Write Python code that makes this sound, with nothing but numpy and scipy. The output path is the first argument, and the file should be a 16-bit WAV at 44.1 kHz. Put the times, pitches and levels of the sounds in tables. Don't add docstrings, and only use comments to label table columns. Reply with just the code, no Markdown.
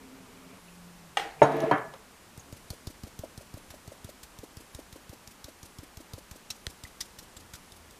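import sys
import numpy as np
from scipy import signal
from scipy.fft import rfft, irfft, next_fast_len
from scipy.io import wavfile
from scipy.ndimage import uniform_filter1d

SR = 44100
rng = np.random.default_rng(int(sys.argv[2]) if len(sys.argv) > 2 else 0)


def store_wav(level_fs):
    pcm = np.round(np.clip(np.atleast_2d(level_fs), -1, 1) * 32767)
    wavfile.write(sys.argv[1], SR, pcm.T.astype(np.int16))


def gain_from_decibels(decibels):
    exponent = np.asarray(decibels, float) / 20
    return 10 ** exponent


N = 352359
TIME = np.arange(N) / SR


def rms_one(x):
    return x / np.sqrt(np.mean(x ** 2) + 1e-20)


def sine(hz, t):
    return np.sin(2 * np.pi * hz * t)


def in_time(rows, fade=.015):
    s, *columns = np.transpose(rows)
    gate = np.interp(TIME, [s[0] - fade, s[0], s[-1], s[-1] + fade], [0, 1, 1, 0])
    return [gate] + [np.interp(TIME, s, column) for column in columns]


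def coloured(colour, size):
    hz = np.arange(size // 2 + 1) * SR / size + 1e-3
    points = np.array(colour)
    level_db = np.interp(np.log(hz), np.log(points[:, 0]), points[:, 1])
    return rfft(rng.standard_normal(size)) * gain_from_decibels(level_db), hz


def resonate(x, hz, width):
    r, w = np.exp(-np.pi * width / SR), 2 * np.pi * hz / SR
    return signal.lfilter([0, np.sin(w)], [1, -2 * r * np.cos(w), r * r], x + 1e-18)


def without_lows(x, hz):
    return signal.sosfilt(signal.butter(4, hz, "high", fs=SR, output="sos"), x)


def band(low_hz, high_hz, size):
    sos = signal.butter(2, [low_hz, min(high_hz, .45 * SR)], "band", fs=SR, output="sos")
    return rms_one(signal.sosfilt(sos, rng.standard_normal(size)))


def add(out, s, sound):
    i = round(s * SR)
    out[i:i + len(sound)] += sound[:N - i]


def burst(t, rise, t60):
    return (1 - np.exp(-t / rise)) * gain_from_decibels(-60 * t / t60)


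def swell(t, peak_s, half_s):
    return np.exp(-((t - peak_s) / half_s) ** 2)


# (frequency [Hz], level [dB per Hz])
ROOM_COLOUR = [(8.8, -40), (15, -3), (33, -5.5), (54, -1), (137, -11), (188, -4), (346, -9), (568, -11),
               (638, -11), (930, -8.5), (1570, -12), (2980, -16.5), (3650, -20.5), (11000, -25),
               (15600, -26)]
# (time [s], level [dB])
STIR = [(0, -7), (.55, -4), (1.1, 3), (2, -9), (2.5, 6), (3.6, 3.5), (4.4, -1), (6, -10), (7, 4.5),
        (7.6, 4), (7.99, -4)]


def background():
    _, stir_db = in_time(STIR)
    size = next_fast_len(N)
    spectrum, _ = coloured(ROOM_COLOUR, size)
    steady = gain_from_decibels(-55.5) * rms_one(irfft(spectrum, size)[:N])
    rumble = gain_from_decibels(-68 + stir_db) * band(23, 230, N)
    drone = gain_from_decibels(-66 + 0.216 * stir_db) * band(190, 640, N)
    fine_hiss = gain_from_decibels(-62.5 + .1 * stir_db) * band(2500, 10100, N)
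    return steady + rumble + drone + fine_hiss


def clock():
    out, t = np.zeros(N), TIME[:12000]
    for second in range(8):
        whir = band(10500, 11100, len(t)) * np.exp(-((t - .11) / 0.12) ** 6)
        add(out, .573 + second, gain_from_decibels(-70.5) * whir)
    return out


def groan(rows):
    out = np.zeros(N)
    for s, half, from_hz, to_hz, db in rows:
        t = TIME[:round(6 * half * SR)] - 3 * half
        hz = np.interp(t, [-half, half], [from_hz, to_hz])
        rough = rms_one(uniform_filter1d(rng.standard_normal(16384), size=900))[:len(t)]
        unsteady = np.pad(1 + .3 * rough, (0, len(t) - len(rough)))
        note = np.sin(2 * np.pi * np.cumsum(hz) / SR)
        add(out, s + t[0], gain_from_decibels(db) * swell(t, 0, half) * unsteady * note)
    return out


# (time [s], half length [s], start pitch [Hz], end pitch [Hz], level [dB])
BOARDS = [
    (.47, .025, 185, 180, -54),
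    (2.5, .05, 270, 290, -58),
    (7.42, .06, 85, 90, -60),
    (7.82, .1, 88, 72, -58),
]


def settling_boards():
    return groan(BOARDS)


# (time [s], half length [s], start pitch [Hz], end pitch [Hz], level [dB])
GROANS = [(1.47, 0.036, 441, 443, -25.5), (1.575, 0.035, 455, 440, -29.5), (1.625, 0.02, 445, 455, -34),
          (1.641, 0.015, 650, 640, -23), (1.638, 0.022, 320, 355, -27), (1.69, 0.02, 445, 440, -29.5),
          (1.49, 0.025, 290, 265, -35), (1.744, 0.021, 290, 295, -29), (1.87, 0.06, 140, 150, -53),
          (1.727, 0.015, 146, 143, -27), (1.434, 0.0098, 283, 307, -21), (1.432, 0.01, 140, 150, -24.5),
          (1.412, 0.0032, 660, 880, -45), (1.945, 0.012, 530, 545, -45), (1.19, .015, 350, 340, -44),
          (1.265, .02, 330, 320, -49), (1.22, .02, 175, 170, -55), (1.385, .02, 150, 150, -52),
          (1.865, .02, 650, 660, -41), (1.235, 0.022, 790, 800, -44), (1.672, 0.016, 350, 364, -30),
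          (1.49, .035, 700, 695, -31), (1.565, .04, 665, 645, -32), (1.62, .02, 805, 800, -38),
          (1.455, .02, 1055, 1050, -33), (1.6, .03, 290, 300, -39), (1.54, .03, 360, 350, -36),
          (1.5, .03, 905, 900, -37)]


def drawer_groans():
    return groan(GROANS)


def rattled(body, per_s):
    contacts = (rng.random(N) < per_s / SR) * rng.standard_normal(N) * 10.0
    contacts += rng.standard_normal(N)
    rings = sum(gain_from_decibels(db) * np.sqrt(width) * resonate(contacts, hz, width) for hz, width, db in body)
    return rms_one(without_lows(rings, 0.57 * body[0][0]))


# (frequency [Hz], width [Hz], level [dB])
RUNNER = [(138, 11, -18), (190, 14, -5), (262, 12, 0.5), (390, 35, -4.5), (690, 71, -18), (1140, 470, -9.5),
          (2300, 220, -14)]


def drawer_roll():
    end_s, fade_s = 0.576, .03
    rolling = np.clip((end_s - TIME) / fade_s + 1, 0, 1)
    rumble = gain_from_decibels(-53.5 - 5 * TIME) * rattled(RUNNER[:4], 220)
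    rasp = gain_from_decibels(-65.5 + 12.5 * np.minimum(TIME, 1)) * rattled(RUNNER[4:], 300)
    return rolling * (rumble + rasp)


# (time [s], pitch [Hz], level [dB])
HUM = [
    (.6, 174.5, -59),
    (.856, 175.5, -51.5),
    (.96, 173.5, -57),
    (1.06, 165.8, -57),
    (1.17, 165, -62),
]


def damper_hum():
    gate, hz, hum_db = in_time(HUM, fade=0.023)
    return gate * np.sqrt(2) * gain_from_decibels(hum_db) * np.sin(2 * np.pi * np.cumsum(hz) / SR)


def blows(rows, body, tail, rise, soft):
    out, size = np.zeros(N), 32768
    t = TIME[:size]
    click = signal.lfilter([.4], [1, -.6], np.arange(size) == 0)
    rings = -sum(gain_from_decibels(db) * resonate(click, hz, width) for hz, width, db in body)
    rings = without_lows(rings * (1 - np.exp(-t / soft)), 0.71 * body[0][0])
    for s, ring_db, tail_db, t60, free in rows:
        seated = gain_from_decibels(-np.clip((t - free) / 0.0018, 0, 1) * 13.0)
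        spectrum, hz = coloured(tail, size)
        spectrum = spectrum / np.std(irfft(spectrum))
        octave = np.round(2 * np.log2(hz / 1000)) / 2
        wash = np.zeros(size)
        for o in np.arange(-4.5, 4.5, .5):
            wash += irfft(spectrum * (octave == o)) * burst(t, rise, t60 * 2 ** (-.2 * o))
        add(out, s, gain_from_decibels(ring_db) * seated * rings / np.abs(rings).max())
        add(out, s + 0.00154, gain_from_decibels(tail_db) * wash)
    return out


def panel(s, modes):
    out, t = np.zeros(N), TIME[:32768]
    add(out, s, sum(gain_from_decibels(db) * burst(t, .004, t60) * sine(hz, t) for hz, db, t60 in modes))
    return out


# (time [s], ring level [dB], tail level [dB], tail t60 [s], free ringing [s])
LATCH = [
    (1.171, -12, -31.5, 0.53, 0.0093),
    (1.196, -22, -53, 0.284, 0.009),
    (1.2005, -35, -59, .2, 0.00496),
]
# (frequency [Hz], width [Hz], level [dB])
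LATCH_BODY = [(798, 56, -2.5), (1238, 90, -5), (1560, 90, -14), (1870, 110, -4), (2320, 71, -9),
              (2834, 55, -7.5), (3080, 60, -11), (3310, 80, -8), (3723, 62, -20), (5130, 170, -13),
              (6000, 300, -12), (8190, 260, -5)]
# (frequency [Hz], level [dB per Hz])
LATCH_TAIL = [(88, -48), (150, -32), (208, -36), (300, -18), (416, -14), (459, -6), (525, -14), (800, -1),
              (1050, -14.5), (1870, -8.5), (4630, -21.5), (8100, -27), (15000, -38)]
# (frequency [Hz], level [dB], t60 [s])
LATCH_PANEL = [(458, -46, .6), (764, -37, .38), (807, -30.5, .33), (1244, -44, .3), (1873, -45, .45),
               (2019, -45, .28), (2875, -48, .3), (3149, -44, .17)]


def drawer_latch():
    snap = blows(LATCH, LATCH_BODY, LATCH_TAIL, 0.00085, soft=0.00016)
    return snap + panel(LATCH[0][0], LATCH_PANEL)


# (time [s], ring level [dB], tail level [dB], tail t60 [s], free ringing [s])
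BUMP = [
    (1.4178, -.5, -18.5, 0.32, 0.0115),
    (1.43, -10, -44, .3, 0.017),
]
# (frequency [Hz], width [Hz], level [dB])
BUMP_BODY = [(144, 10, -18), (308, 50, -31), (458, 31, 2.5), (606, 17, 6), (903, 24, 1.5), (1355, 43, -8.5),
             (1730, 51, -6.5), (2070, 200, -0.5), (2650, 170, -8)]
# (frequency [Hz], level [dB per Hz])
BUMP_TAIL = [(35, -57), (60, -41), (126, -36), (372, -20), (428, -24), (503, -8), (648, 1.5), (1130, -7),
             (3660, -31.5), (3930, -29), (4730, -38), (6680, -38), (15000, -52)]


def drawer_bump():
    return blows(BUMP, BUMP_BODY, BUMP_TAIL, 0.0018, soft=0.00055)


# (time [s], force [dB])
SLIDE = [
    (1.44, -23),
    (1.494, -32),
    (1.548, -27),
    (1.622, -32),
    (1.634, -22.5),
    (1.688, -37),
    (1.7, -29.5),
]
# (frequency [Hz], width [Hz], level [dB])
WOOD = [(287.6, 7.5, -2.5), (348, 10.9, 0), (448, 20, 0), (590, 37, -1.5), (646, 17, 2), (698, 20, 0),
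        (932, 25, -6)]


def sliding_contents():
    gate, force_db = in_time(SLIDE, fade=0.016)
    since = np.maximum(TIME - SLIDE[0][0], 0)
    boom = np.sqrt(2) * sine(146, TIME) + 0.12 * band(130, 165, N)
    boom *= gain_from_decibels(-37 + 0.56 * (force_db + 28.5) - 35 * since)
    rattle = gain_from_decibels(force_db - 6) * rattled(WOOD, 400)
    grit = gain_from_decibels(-47) * np.minimum(since / 0.08, 1) * band(880, 2540, N)
    scuff = gain_from_decibels(force_db - 9) * band(170, 950, N)
    return gate * (boom + rattle + grit + scuff)


# (time [s], ring level [dB], tail level [dB], tail t60 [s], free ringing [s])
STOP = [
    (1.7125, -9, -22, 0.33, 0.0176),
    (1.7155, -9, -35.5, 0.66, 0.0117),
    (1.935, -52, -45.5, 0.15, .03),
]
# (frequency [Hz], width [Hz], level [dB])
STOP_BODY = [(130.6, 100, -43), (447, 21, -6.5), (780, 110, 4), (930, 110, 4), (1520, 90, -19),
             (2480, 250, -31), (3160, 39, -25), (3400, 130, -24), (4080, 100, -31)]
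# (frequency [Hz], level [dB per Hz])
STOP_TAIL = [(35, -51), (60, -45), (129, -2.5), (355, -8), (438, 3), (503, -10), (564, 4), (855, -0.5),
             (938, 4), (1630, -2), (1750, -2), (3420, -26.5), (15000, -67)]
# (frequency [Hz], level [dB], t60 [s])
STOP_PANEL = [(301, -30, .26), (441, -32, .35), (562, -31, .2), (765, -23.5, .22), (917, -31, .3),
              (969, -32, .35), (1067, -32, .3), (1165, -31, .33), (1249, -32, .33), (1435, -28, .2),
              (1545, -33, .3), (1949, -34, .23), (2164, -40, .35), (2315, -47, .3)]


def drawer_stop():
    thump = blows(STOP, STOP_BODY, STOP_TAIL, 0.00051, soft=0.00052)
    return thump + panel(STOP[0][0], STOP_PANEL)


# (time [s], small glass level [dB], large dish level [dB], tick level [dB])
CLINKS = [(1.423, -50, -45, -58), (1.429, -41, -54, -60), (1.453, -70, -55, -53), (1.470, -58, -47, -58),
          (1.519, -61, -63, -43), (1.565, -63, -54, -50), (1.603, -60, -53, -37), (1.621, -66, -70, -50),
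          (1.712, -58, -35, -38), (1.78, -72, -46, -48), (1.938, -74, -77, -47)]
# (frequency [Hz], level [dB], t60 [s])
GLASS = [(3830, 5, 0.089), (5560, -5.5, 0.093), (6480, 3.5, 0.056), (6620, 3.5, 0.08), (8900, 2, .07),
         (10200, -22, 0.63)]
# (frequency [Hz], level [dB], t60 [s])
DISH = [(1712, 3, 0.66), (1980, -8, 0.22), (2190, -9, 0.2), (3140, -4.5, 0.14)]


def glassware():
    out, t = np.zeros(N), TIME[:16384]
    damped_s = 1.95
    for s, glass_db, dish_db, tick_db in CLINKS:
        free = np.clip((damped_s - s - t) / 0.044, 0, 1)
        for db, modes in ((glass_db, GLASS), (dish_db, DISH)):
            chances_db = rng.normal(0, 2.5, len(modes))
            for (hz, mode_db, t60), chance_db in zip(modes, chances_db):
                note = burst(t, 0.00096, t60) * sine(hz, t)
                add(out, s, gain_from_decibels(db + mode_db + chance_db) * note * free)
        add(out, s, gain_from_decibels(tick_db) * band(1800, 4900, len(t)) * burst(t, 0.00027, 0.028))
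        add(out, s, gain_from_decibels(tick_db - 6.5) * band(8000, 15000, len(t)) * burst(t, 0.0005, .018))
    return out


# (time [s], level [dB], pitch [Hz], t60 [s])
PINGS = [(.573, -54, 9000, .015), (.682, -50, 2590, .044), (1.392, -45.5, 2380, 0.093),
         (1.566, -44, 14000, 0.022), (2.395, -44, 6600, 0.05), (2.533, -46, 6950, .022),
         (2.87, -41, 5400, 0.021), (3.034, -40.5, 210, 0.087), (3.257, -48, 580, .036),
         (3.95, -47, 1075, 0.057), (6.504, -35, 2670, 0.026), (6.507, -31, 5500, .03),
         (7.367, -41, 7500, 0.033), (1.172, -36, 6300, 0.038), (6.851, -38.5, 2000, .03),
         (2.705, -44, 8200, .02), (2.705, -43, 12000, .02), (7.011, -26, 5920, 0.03),
         (7.013, -33, 3700, .025), (6.505, -35, 4000, .025), (6.838, -41, 3650, .02), (6.7, -48, 5600, .03),
         (1.603, -44, 5900, .04), (1.31, -50, 4100, .03), (1.52, -46, 2200, .04), (7.012, -39, 1970, 0.034),
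         (7.55, -47, 1380, .04), (1.617, -47, 10100, 0.036)]


def pings():
    out, t = np.zeros(N), TIME[:16384]
    for s, db, hz, t60 in PINGS:
        note = sine(hz, t) + .6 * band(0.92 * hz, 1.08 * hz, len(t))
        add(out, s, gain_from_decibels(db) * burst(t, 0.00077, t60) * note)
    return out


# (time [s], knock level [dB], knock pitch [Hz], extra thud [dB], hiss level [dB])
REBOUNDS = [(2.564, -52, 476, .3, -54), (2.731, -43.5, 530, -3, -54), (2.899, -49, 550, 7, -53),
            (3.068, -45, 500, .3, -54), (3.236, -30.5, 590, -2, -55), (3.408, -44.5, 597, -9, -55),
            (3.571, -41.5, 596, .3, -54), (3.739, -43, 610, .3, -55), (3.918, -39, 577, -3, -55),
            (4.089, -40, 606, -2, -51), (4.433, -37, 455, .3, -54), (4.602, -51, 447, 3, -54),
            (4.788, -37.5, 547, 3, -54), (4.957, -43, 500, .3, -55), (5.128, -43, 520, 3, -54),
            (5.308, -74, 463, .3, -54), (5.482, -41.5, 556, .3, -54), (5.651, -58, 482, .3, -51),
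            (5.83, -48, 522, 7, -54), (6.002, -48.5, 570, 9, -54), (6.179, -41, 530, .3, -52),
            (6.356, -46.5, 530, .3, -54), (6.554, -57, 778, .3, -57), (6.697, -52, 447, .3, -51),
            (6.869, -62, 606, .3, -55), (7.049, -59, 744, .3, -55), (7.224, -51, 434, .3, -55),
            (7.398, -54, 795, .3, -54), (7.76, -59, 646, .3, -55)]


def flour_landing():
    out, t = np.zeros(N), TIME[:8192]
    for s, knock_db, hz, extra_db, hiss_db in REBOUNDS:
        thud_db = extra_db - 47 + .7 * (knock_db + 44.5) - 9 * np.log2(hz / 520)
        note = -sine(hz, t) * swell(t, .003, 0.0034)
        thud = -sine(295, t) * swell(t, .005, 0.0051)
        rattle = band(340, 750, len(t)) * burst(t, 0.0071, 0.091)
        hiss = band(2100, 12800, len(t)) * swell(t, .009, 0.0093)
        add(out, s, gain_from_decibels(knock_db) * (note + 0.4 * rattle) + gain_from_decibels(thud_db) * thud + gain_from_decibels(hiss_db) * hiss)
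    return out


# (frequency [Hz], level [dB per Hz])
MESH = [(900, -17), (1500, -11.5), (2700, -13), (3400, -3), (4500, -2.5), (5800, -2), (7000, -5),
        (9000, -6.5), (12000, -8), (15500, -8.5)]
# (time [s], mesh hiss peak [dB], push level [dB], push pitch [Hz])
TAPS = [(2.3751, -39, -50.5, 87), (2.5246, -40.5, -48.5, 87), (2.7031, -29, -44, 75.4),
        (2.8701, -31, -43, 76), (3.0345, -38, -47, 74), (3.1899, -33.5, -46, 79.4),
        (3.3757, -35.5, -49.5, 80.5), (3.5388, -39.5, -47, 82), (3.8756, -37.5, -49, 83.4),
        (4.0438, -36, -48, 82), (4.3869, -38.5, -52.5, 75.6), (4.5687, -37, -51, 77),
        (4.747, -32, -50, 60.6), (4.9262, -36.5, -54.5, 61.5), (5.093, -38.5, -51, 76.5),
        (5.2735, -36, -58, 67), (5.4423, -31, -54.5, 64.6), (5.6292, -36, -54.5, 77.4),
        (5.7852, -35.5, -50, 78.1), (5.9707, -37.5, -51, 74.5), (6.134, -32.5, -45.5, 83),
        (6.3113, -33, -52, 64.6), (6.836, -31.5, -51.5, 71.5), (7.7195, -38, -62, 56.5),
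        (7.9083, -40.5, -65, 56.5)]


def taps(rows, rise, t60, knock_hz, rim_db):
    out, t = np.zeros(N), TIME[:8192]
    for s, hiss_db, push_db, push_hz in rows:
        harder_db = hiss_db + 35
        knock_db = rim_db + 0.87 * (push_db + 50) + 0.22 * harder_db
        top_db = 0.5 - 0.55 * (s - TAPS[0][0]) - 0.24 * harder_db

        turns = t + 0.0056 * (1 - np.exp(-t / 0.0016))
        push = -sine(push_hz, turns) * burst(t, 0.0012, 0.052)
        push += 0.15 * sine(42, t) * burst(t, .004, 0.11)
        push += 0.12 * sine(205, t) * burst(t, 0.0015, 0.029)
        knock = band(knock_hz, 3.57 * knock_hz, len(t)) * burst(t, rise, 0.93 * t60)

        spectrum, hz = coloured(MESH, len(t))
        patches_db = np.interp(hz, np.arange(24) * 700, rng.normal(0, 2.0, 24))
        spectrum = spectrum * gain_from_decibels(patches_db)
        top = gain_from_decibels(np.interp(hz, [8000, 10000], [0, top_db]))
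        hiss = irfft(spectrum * top) / np.std(irfft(spectrum))
        grain = gain_from_decibels(1.04 * rms_one(uniform_filter1d(rng.standard_normal(len(t)), size=40)))
        jolt = (t / rise) * np.exp(1 - t / rise) + 0.48 * burst(t, rise, t60)
        trickle = 0.1 * burst(t, 0.0051, 0.42)
        add(out, s, gain_from_decibels(knock_db) * knock + gain_from_decibels(hiss_db - 9) * hiss * (jolt * grain + trickle))
        add(out, s + 0.0023, gain_from_decibels(push_db + 18) * push)
    return out


# (time [s], mesh hiss peak [dB], push level [dB], push pitch [Hz])
BRUSHES = [
    (3.7024, -38.5, -56, 70.4),
    (4.23, -37, -61, 61.9),
    (6.5018, -25.5, -58.5, 67.3),
    (7.0049, -23, -56, 45.8),
    (7.1854, -35, -60.5, 43.1),
    (7.3646, -39.5, -58, 63.6),
    (7.5344, -35, -53.5, 75.4),
    (7.551, -37.5, -64, 70),
]
# (time [s], mesh hiss peak [dB], push level [dB], push pitch [Hz])
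SLAP = [
    (6.6674, -25, -45.5, 68),
]
# (frequency [Hz], width [Hz], level [dB])
SLAP_BODY = [(1450, 250, -4), (1900, 200, -.5), (3310, 400, 4), (4200, 300, 1.5), (4930, 260, -3),
             (6200, 400, -3), (8360, 300, -6), (11200, 400, -10)]


def sieve():
    out = taps(TAPS, 0.0012, 0.06, 206, rim_db=-49.5)
    out += taps(BRUSHES, 0.0039, 0.067, 810, rim_db=-40)
    out += taps(SLAP, 0.0005, 0.019, 250, rim_db=-39)
    click = np.arange(8192) == 0
    ring = np.zeros(8192)
    for k, (hz, width, db) in enumerate(SLAP_BODY):
        ring += (-1) ** k * gain_from_decibels(db) * resonate(click, hz, width)
    add(out, SLAP[0][0], gain_from_decibels(-27) * ring)
    return out + flour_landing()


def scene():
    room = background() + clock() + settling_boards()
    drawer = drawer_roll() + damper_hum() + drawer_latch() + drawer_bump()
    drawer += sliding_contents() + drawer_stop() + drawer_groans()
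    return (room + drawer + glassware() + pings() + sieve())[None]


def band_limit(x):
    return signal.sosfilt(signal.butter(12, 16130, fs=SR, output="sos"), x)


def record(dry):
    rounded = 1.1 * np.tanh(dry / 1.1)
    top_cut = signal.cheby2(16, 50, 15220, fs=SR, output="sos")
    return band_limit(signal.sosfilt(top_cut, rounded))


dry = scene()
out = record(dry)
store_wav(out)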